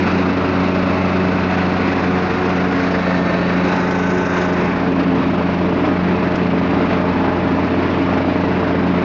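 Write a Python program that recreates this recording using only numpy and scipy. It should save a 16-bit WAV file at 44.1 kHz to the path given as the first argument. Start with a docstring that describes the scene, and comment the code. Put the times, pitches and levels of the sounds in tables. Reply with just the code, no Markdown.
"""A riding mower cuts a lawn. From the start, heard over its side, the two-cylinder engine and the
belt-driven blades beat against each other in a rush of air; the governor lets the speed sag a little
in thicker grass. Around 4 s the microphone dips toward the cutting deck, where panels sing and debris
ticks. By 5 s it has come up to the seat behind the hood: the engine chugs, a pulley hums louder, and
hard firings, alone or in runs, knock the hood."""
import sys
import numpy as np
from scipy import signal
from scipy.fft import rfft, irfft
from scipy.io import wavfile
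from scipy.ndimage import uniform_filter1d, minimum_filter1d

SR = 44100
rng = np.random.default_rng(int(sys.argv[2]) if len(sys.argv) > 2 else 0)


def pcm_store(signal):
    """Save signal as 16-bit PCM."""
    levels = np.round(np.clip(np.atleast_2d(signal), -1, 1) * 32767)
    wavfile.write(sys.argv[1], SR, levels.astype(np.int16).T)


N = 398663
TIME = np.arange(N) / SR
CONTROL_TIME = TIME[::256]

# governed engine speed, two crank turns to a cycle: (time [s], cycle rate [Hz])
ENGINE_SPEED = [(0.0, 26.25), (1.0, 26.61), (2.01, 26.26), (2.76, 26.31), (3.26, 25.7), (4.02, 26.2),
                (4.52, 25.84), (5.02, 25.85), (5.27, 25.43), (5.78, 25.98), (6.28, 25.94), (6.53, 25.62),
                (6.78, 25.53), (7.03, 25.72), (7.28, 25.66), (7.53, 25.83), (8.79, 25.92), (9.04, 25.66)]
# the microphone's move, both 0 at the side: (time [s], nearness to deck [0-1], nearness to seat [0-1])
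MIC_PATH = [(0, 0, 0), (1.2, 0, 0), (1.7, 0, 0.01), (2.8, 0.18, 0.04), (3.5, 0.2, 0.22), (3.8, 0.53, 0.1),
            (4.15, 1, 0.2), (4.45, 0.7, 0.16), (4.7, 0.2, 0.27), (5.05, 0, 0.76), (9.04, 0, 0.76)]
# firings that knock the hood: (time [s], firings in a row [count], strike level [dB])
HARD_FIRINGS = [(4.914, 1, -13), (5.022, 1, -11.5), (5.292, 1, -12.5), (5.408, 1, -10), (5.488, 1, -10.5),
                (5.610, 1, -12.5), (5.684, 2, -12.5), (5.836, 3, -9.8), (6.034, 1, -13), (6.221, 1, -11),
                (6.337, 1, -12), (6.452, 3, -13), (6.612, 1, -14), (6.729, 4, -11.5), (7.002, 2, -11.5),
                (7.158, 1, -11), (7.547, 2, -13), (7.740, 1, -12.5), (7.972, 1, -12), (8.088, 6, -11.5),
                (8.356, 1, -10.5), (8.435, 1, -12), (8.627, 1, -12), (8.706, 2, -13), (8.942, 2, -15)]
MEAN_CYCLE_HZ = np.mean(ENGINE_SPEED, 0)[1]


def amp(db):
    return 10 ** (np.asarray(db) / 20)


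def unit(x):
    return x / np.sqrt(np.mean(x ** 2) + 1e-20)


def curves(rows, t):
    """Automation: each value column of a table, joined by straight lines in time."""
    times, *columns = np.transpose(rows)
    return [np.interp(t, times, column) for column in columns]


def spectrum(points, hz):
    """An EQ curve, joined by straight lines over log frequency."""
    point_hz, db = np.transpose(points)
    return np.interp(np.log(hz + 1), np.log(point_hz + 1), db)


def wander(rate_hz, size=2048):
    """Smooth random modulation of unit RMS, up to about the given rate."""
    hz = np.fft.rfftfreq(size, TIME[-1] / size)
    slow = irfft(rfft(rng.standard_normal(size)) / (1 + (hz / rate_hz) ** 4))
    return np.interp(TIME, np.linspace(0, TIME[-1], size), unit(slow))


def band_swells_db(t, hz, blur_hz=0):
    """Timed boosts and cuts: single engine and blade tones, and bands of the rush, swell or fade."""
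    # (time [s], half duration [s], centre [Hz], width [Hz], boost or cut [dB])
    band_swells = [(.5, .7, 510, 50, -2.5), (.69, .6, 1330, 70, 2), (.7, 1, 1760, 230, -3.5),
                   (.8, .9, 2620, 110, 5), (.9, .46, 580, 22, 8), (1.1, .5, 636, 20, 5),
                   (2.1, .75, 738, 20, 12.5), (2.5, .64, 452, 24, 3.5), (2.6, .44, 1430, 80, 4),
                   (2.6, .95, 625, 14, -6.5), (2.95, .35, 365, 36, -4.5), (3.15, .39, 660, 50, 9.5),
                   (3.25, .45, 4430, 130, 8), (3.3, .35, 1810, 60, 5), (3.3, .3, 2230, 160, 2),
                   (3.4, .55, 3910, 170, 7.5), (3.4, .6, 538, 16, 7), (4.1, .42, 885, 36, 6.5),
                   (4.16, .57, 1520, 65, 6.5), (4.18, .43, 417, 15, 7), (4.2, .5, 626, 24, 4),
                   (4.23, .4, 3760, 170, 10), (4.25, .65, 834, 22, 12), (4.4, .35, 362, 24, 4),
                   (5.4, .5, 1750, 500, -2.5), (5.4, .3, 615, 30, -4), (6.05, .3, 830, 20, 7),
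                   (7.1, .22, 873, 16, 6), (7.3, .3, 990, 47, 2.5), (7.35, .2, 823, 20, 12),
                   (8.15, .25, 826, 16, 7)]
    lift_db = 0
    for at, span, centre, width, db in band_swells:
        caught = width / (width + blur_hz)  # a narrow band catches less of a blurred sound
        fade = np.exp(-((t - at) / span) ** 4)
        lift_db += db * caught * fade / (1 + (2 * (hz - centre) / width) ** 2)
    return lift_db


def engine(cycles, seat, waver_db=1.23, scatter=0.44):
    """Harmonics of the firing cycle; at the seat the high ones land nearly in step, one chug a cycle."""
    # exhaust and block tones: (multiple of the cycle rate, side level [dB], seat level [dB])
    engine_tones = [(2, -45.5, -43.5), (3, -46, -52), (4, -42, -40.5), (5, -37, -34), (6, -37.5, -41),
                    (7, -36, -37.5), (8, -31, -30.5), (9, -37.5, -37.5), (10, -37, -47.5), (11, -33, -28.5),
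                    (12, -45, -40.5), (13, -40.5, -40.5), (14, -28, -41.5), (15, -46, -44),
                    (16, -38.5, -43.5), (17, -38.5, -31), (20, -40, -49.5), (21, -38.5, -44),
                    (22, -41, -38), (23, -48, -36.5), (24, -36.5, -32), (25, -41, -46), (26, -42.5, -39.5),
                    (27, -47.5, -37.5), (28, -43.5, -49.5), (29, -42.5, -52.5), (32, -50.5, -45),
                    (34, -39.5, -43), (39, -47.5, -57), (40, -41.5, -45), (42, -43.5, -48)]
    out = np.zeros(N)
    cycle_hz = curves(ENGINE_SPEED, CONTROL_TIME)[0]
    for order, side_db, seat_db in engine_tones:
        db = side_db + seat * (seat_db - side_db) + waver_db * wander(3.2)
        db += np.interp(TIME, CONTROL_TIME, band_swells_db(CONTROL_TIME, order * cycle_hz))
        detour = rng.uniform(-.5, .5) * (order > 7) * (1 - seat * min(order / 18, 1))
        phase = 2 * np.pi * (order * cycles + scatter * rng.random() + detour)
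        out += amp(db) * np.cos(phase + .15 * wander(6))
    return np.sqrt(2) * out


def exhaust(cycles, seat, lead_cycles=0.046, decay_cycles=0.17, uneven_db=2.0, side_db=-41, seat_db=-32):
    """One cylinder barks louder: each cycle a puff of gas of uneven size rings the muffler."""
    # muffler resonances: (centre [Hz], width [Hz], gain [dB])
    muffler = [(338, 180, -1.5), (615, 52, 6.5), (845, 51, -7.5), (1090, 99, -8.5)]
    count, age = np.divmod(cycles + 1 + lead_cycles, 1)
    sizes = amp(uneven_db * np.clip(rng.standard_normal(512), -2, 2))
    puffs = sizes[count.astype(int)] * np.exp(-age / decay_cycles) * rng.standard_normal(N)
    ring = sum(amp(db) * signal.lfilter(*signal.iirpeak(hz, hz / width, fs=SR), puffs)
               for hz, width, db in muffler)
    muffled = signal.sosfilt(signal.butter(3, 1500, fs=SR, output="sos"), ring)
    return amp(side_db + seat * (seat_db - side_db)) * unit(muffled)


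def blades(cycles, deck, seat, passes_per_cycle=3.4605, lead_passes=0.571, smear=0.33):
    """Pressure dips as each blade tip passes, sharpest close to the deck."""
    # blade hum, one curve for each of the first three harmonics: (time [s], level [dB])
    hum_curves = [
        [(0, -27), (.6, -28), (1.2, -26.5), (2.0, -29), (2.6, -30.5), (3.4, -32.5), (5.0, -32), (5.6, -30),
         (6.6, -30.5), (7.8, -27.5), (9.0, -29.5)],
        [(0, -24), (.2, -23), (.6, -23.2), (1.2, -20.3), (1.8, -24.3), (2.2, -22.6), (2.6, -22.8), (3.1, -21.5),
         (3.55, -21), (4.2, -22.5), (5.0, -23.5), (5.6, -22.5), (5.85, -25), (6.05, -20.5), (6.6, -23),
         (7.1, -24.5), (7.9, -28.5), (8.75, -25), (8.9, -20.5), (9.04, -23)],
        [(0, -30), (.3, -25), (.62, -20.8), (.82, -26), (1.0, -23.5), (1.2, -27.5), (1.95, -24.5),
         (2.15, -26.5), (2.3, -38), (2.5, -27), (2.72, -21.5), (2.95, -27), (3.15, -25), (3.35, -32),
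         (3.65, -24), (3.85, -26), (4.05, -23.8), (4.27, -29), (4.7, -25.5), (5.15, -21.5), (5.55, -28),
         (6.3, -28), (6.6, -23), (7.1, -27), (7.55, -23), (7.85, -27), (8.1, -24), (8.4, -23.5), (8.55, -30),
         (8.8, -25), (9.04, -26)],
    ]
    # weaker harmonics: (multiple of the pass rate, side level [dB], deck level [dB], seat level [dB])
    overtones = [(4, -38, -33.5, -37), (5, -35.5, -36, -36), (6, -41, -45, -49), (10, -49, -48, -53.5)]
    # the belt gears the second harmonic just under the engine's seventh: they beat twice a second
    passes = passes_per_cycle * cycles + lead_passes
    pass_hz = passes_per_cycle * curves(ENGINE_SPEED, CONTROL_TIME)[0]
    levels = [(k, curves(hum, TIME)[0]) for k, hum in enumerate(hum_curves, 1)]
    for k, side_db, deck_db, seat_db in overtones:
        db = (side_db + deck * (deck_db - side_db)) * (1 - seat) + seat * seat_db
        db += np.interp(TIME, CONTROL_TIME, band_swells_db(CONTROL_TIME, k * pass_hz))
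        levels.append((k, db))
    out = np.zeros(N)
    for k, db in levels:
        detour = smear * rng.uniform(-1.26, 1) * (k > 2) * (1 - deck)  # short waves go via the housing
        jitter = k * .016 * wander(9.5)  # turbulence shakes the higher harmonics more
        flutter_db = k * .33 * wander(5)
        out -= amp(db + flutter_db) * np.cos(2 * np.pi * (k * passes + detour) + jitter)
    return np.sqrt(2) * out


def pulley(cycles, seat, order=17.15, side_db=-50, seat_db=-36, waver_db=3.0):
    """A belt pulley under the seat hums at its own multiple of the engine speed."""
    db = side_db + seat * (seat_db - side_db) + waver_db * wander(5.3)
    phase = 2 * np.pi * order * cycles + .25 * wander(5)
    return np.sqrt(2) * amp(db) * np.cos(phase)


def clatter(cycles, size=8192, low_order=30, high_order=120):
    """Valve gear and fan repeat one bright, irregular pattern every engine cycle."""
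    order = np.arange(size // 2 + 1)
    harmonics = np.exp(2j * np.pi * rng.random(len(order))) * (order >= low_order) * (order < high_order)
    pattern = irfft(harmonics) * size / np.sqrt(SR / MEAN_CYCLE_HZ)
    return np.interp(cycles % 1 * size, np.arange(size), pattern)


def grass_db(t, uneven_db=0.5, uneven_hz=19):
    """Grass lifts the swish: a swell for each thick tuft, a flicker for the uneven lawn between."""
    # thick tufts: (middle [s], length [s], treble lift [dB])
    tufts = [(0.073, 0.19, 2.5), (1.583, 0.31, 1.5), (1.91, 0.23, 1.5), (2.37, 0.24, 1), (2.87, .06, 3),
             (3.33, 0.26, 1.5), (3.655, .05, 3), (3.75, 0.11, 2.5), (4.365, .09, 4.5), (4.418, 0.041, 4),
             (5.85, 0.069, 2), (6.37, 0.1, 1.5), (6.6, .08, 1.5), (6.89, 0.23, 1.3), (7.835, 0.27, 2.1),
             (8.119, .21, 1.5)]
    swells = sum(db * .5 ** ((2 * (t - at) / length) ** 2) for at, length, db in tufts)
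    return swells - swells.mean() + uneven_db * np.interp(t, TIME, wander(uneven_hz))


def rush(cycles, seat, clatter_side=0.36, clatter_seat=0.28, patch_db=0.9, swish_hz=600):
    """Turbulent air from blades and cooling fan, with clatter, coloured by the microphone's position."""
    # the air's tone at the side, the deck and the seat: (frequency [Hz], noise density [dB per Hz])
    side_eq = [(20, -68.5), (65, -67), (110, -65), (200, -47), (330, -48), (490, -55), (800, -54.5),
               (1300, -55.5), (2600, -62.5), (3100, -72), (3900, -71.5), (5200, -78.5), (6600, -89.5),
               (7400, -100)]
    deck_eq = [(20, -67.5), (65, -64), (110, -62.5), (200, -61), (350, -52.5), (490, -57.5), (800, -57),
               (1500, -56.5), (2600, -65), (3150, -75), (4400, -81), (5300, -76), (6600, -75.5),
               (7400, -96)]
    seat_eq = [(20, -68), (65, -69), (110, -55.5), (200, -45.5), (330, -43.5), (500, -55.5), (1000, -55),
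               (1500, -60), (2600, -65.5), (3150, -72.5), (3900, -76.5), (5200, -83.5), (6600, -96.5),
               (7400, -103)]
    air = rng.standard_normal(N) + (clatter_side + seat * (clatter_seat - clatter_side)) * clatter(cycles)
    hz, t, bands = signal.stft(air, SR, nperseg=2048, noverlap=1536)
    hz = hz[:, None]
    near_deck, near_seat = np.clip(curves(MIC_PATH, t), 0, 1)
    db = spectrum(side_eq, hz) * (1 - near_deck) + spectrum(deck_eq, hz) * near_deck
    db = db * (1 - near_seat) + spectrum(seat_eq, hz) * near_seat
    db += band_swells_db(t, hz, blur_hz=40)
    db += grass_db(t) * hz / (hz + swish_hz)
    patches = uniform_filter1d(rng.standard_normal(db.shape), size=14, axis=0)
    db += patch_db * unit(uniform_filter1d(patches, size=8, axis=1))  # the colour shimmers
    air = np.sqrt(SR / 2) * signal.istft(bands * amp(db), SR, nperseg=2048, noverlap=1536)[1][:N]
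    return air * amp(.8 * wander(22))  # eddies under the deck shake all of it at once


def intake(air, cycles, deck, peak_phase=0.34, body=0.11, hiss=0.22, deck_hiss=0.2, split_hz=4800):
    """The rush swells once a cycle as the engine draws air, its hiss most of all."""
    swell = np.cos(2 * np.pi * (cycles - peak_phase))
    treble = signal.sosfiltfilt(signal.butter(3, split_hz, "high", fs=SR, output="sos"), air)
    return (air - treble) * (1 + body * swell) + treble * (1 + (hiss + deck_hiss * deck) * swell)


def panel_whines(cycles, waver_db=.7, blur=.006, blur_hz=22):
    """Shroud and deck panels sing as the microphone passes; shaking blurs the higher tones more."""
    # sheet-metal tones: (time [s], half duration [s], multiple of the cycle rate, level [dB])
    whines = [(.7, 1.1, 50, -38.5), (1.95, .75, 56, -40.5), (3.3, .33, 70, -37), (3.3, .42, 172, -55),
              (3.35, .5, 152, -53.5), (3.8, .8, 96, -47.5), (4.12, .6, 58, -33.8), (4.15, .35, 79, -45),
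              (4.52, .24, 70, -41), (6.95, .3, 48, -39)]
    out = np.zeros(N)
    for at, span, order, db in whines:
        near = abs(TIME - at) < 2 * span
        fade = np.exp(-((TIME[near] - at) / span) ** 4)
        phase = 2 * np.pi * (order * cycles[near] + rng.random()) + order * blur * wander(blur_hz)[near]
        out[near] += amp(db + waver_db * wander(6)[near]) * fade * np.cos(phase)
    return np.sqrt(2) * out


def chug(air, cycles, seat, peak_phase=.01, depth=.11, gap=.36, uneven_db=0.85, band_hz=(480, 1150)):
    """Behind the hood the rush's mids pump with the loud cylinder and duck between hard firings."""
    mids = signal.sosfiltfilt(signal.butter(2, band_hz, "band", fs=SR, output="sos"), air)
    period = 1 / MEAN_CYCLE_HZ
    hard = sum((TIME > at - period / 2) & (TIME < at + count * period) for at, count, _ in HARD_FIRINGS)
    labouring = uniform_filter1d(np.minimum(hard, 1.), size=600)
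    stroke = np.cos(2 * np.pi * (cycles - peak_phase))
    pump = (1 + depth * stroke - gap * labouring * (1 - stroke) / 2) * amp(uneven_db * wander(13.0))
    return air + seat * mids * (pump - 1)


def debris(band_hz=(800, 4800), trim_db=-3):
    """Twigs strike the deck with short, dry cracks."""
    # (time [s], level before trim [dB], decay [s])
    strikes = [(3.910, -27, 0.011), (4.365, -34, .014), (4.408, -37, 0.015), (5.865, -39, .015),
               (6.357, -28, .01)]
    envelope = sum(amp(db) * (TIME >= at) * np.exp(-abs(TIME - at) / decay) for at, db, decay in strikes)
    crack = signal.sosfilt(signal.butter(3, band_hz, "band", fs=SR, output="sos"), rng.standard_normal(N))
    return amp(trim_db) * envelope * unit(crack)


def hood_knocks(detune=0.075, attack_s=.002):
    """Each hard firing rings the hood, a little differently every time; in a run, one cycle apart."""
    # hood resonances: (frequency [Hz], relative level [dB], decay [s])
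    hood_modes = [(297, -6, .008), (435, -4.5, .007), (590, -4, .007), (740, -7, .0065), (930, -8, .006),
                  (1200, -12, .005), (1760, -17, .004)]
    out, t = np.zeros(N), TIME[:4096]
    attack = np.minimum(t / attack_s, 1)
    for start, count, strike_db in HARD_FIRINGS:
        for at in start + np.arange(count) / curves(ENGINE_SPEED, start)[0]:
            ring = np.zeros(len(t))
            for hz, db, decay in hood_modes:
                tuning, half_turns = rng.uniform(-1.04, 1, 2)
                phase = 2 * np.pi * hz * (1 + detune * tuning) * t + np.pi * half_turns
                ring += amp(db) * np.exp(-t / decay) * np.sin(phase)
            slot = out[round(at * SR):][:len(t)]
            slot += (amp(strike_db) * attack * ring)[:len(slot)]
    return out


def scene():
    """Engine, blades and pulley turn together, joined by the belt; the mix is mono."""
    # the loud cylinder fires near whole numbers of this count
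    cycles = np.cumsum(curves(ENGINE_SPEED, TIME)[0]) / SR - .6
    deck, seat = np.clip(curves(MIC_PATH, TIME), 0, 1)
    air = intake(rush(cycles, seat), cycles, deck)
    air = chug(air, cycles, seat)
    tones = engine(cycles, seat) + blades(cycles, deck, seat) + pulley(cycles, seat)
    tones += panel_whines(cycles)
    return (tones + exhaust(cycles, seat) + air + debris() + hood_knocks())[None]


def record(dry):
    """A quick limiter holds the peaks; a steep low-pass takes off the top."""
    ceiling, cutoff_hz = .49, 7450
    gain = np.minimum(1, ceiling / (abs(dry) + 1e-9))
    gain = uniform_filter1d(minimum_filter1d(gain, size=300), size=300)
    lowpass = signal.firwin(201, cutoff_hz, window=("kaiser", 8), fs=SR)
    return signal.oaconvolve(dry * gain, lowpass[None], "same")


dry = scene()
out = record(dry)
pcm_store(out)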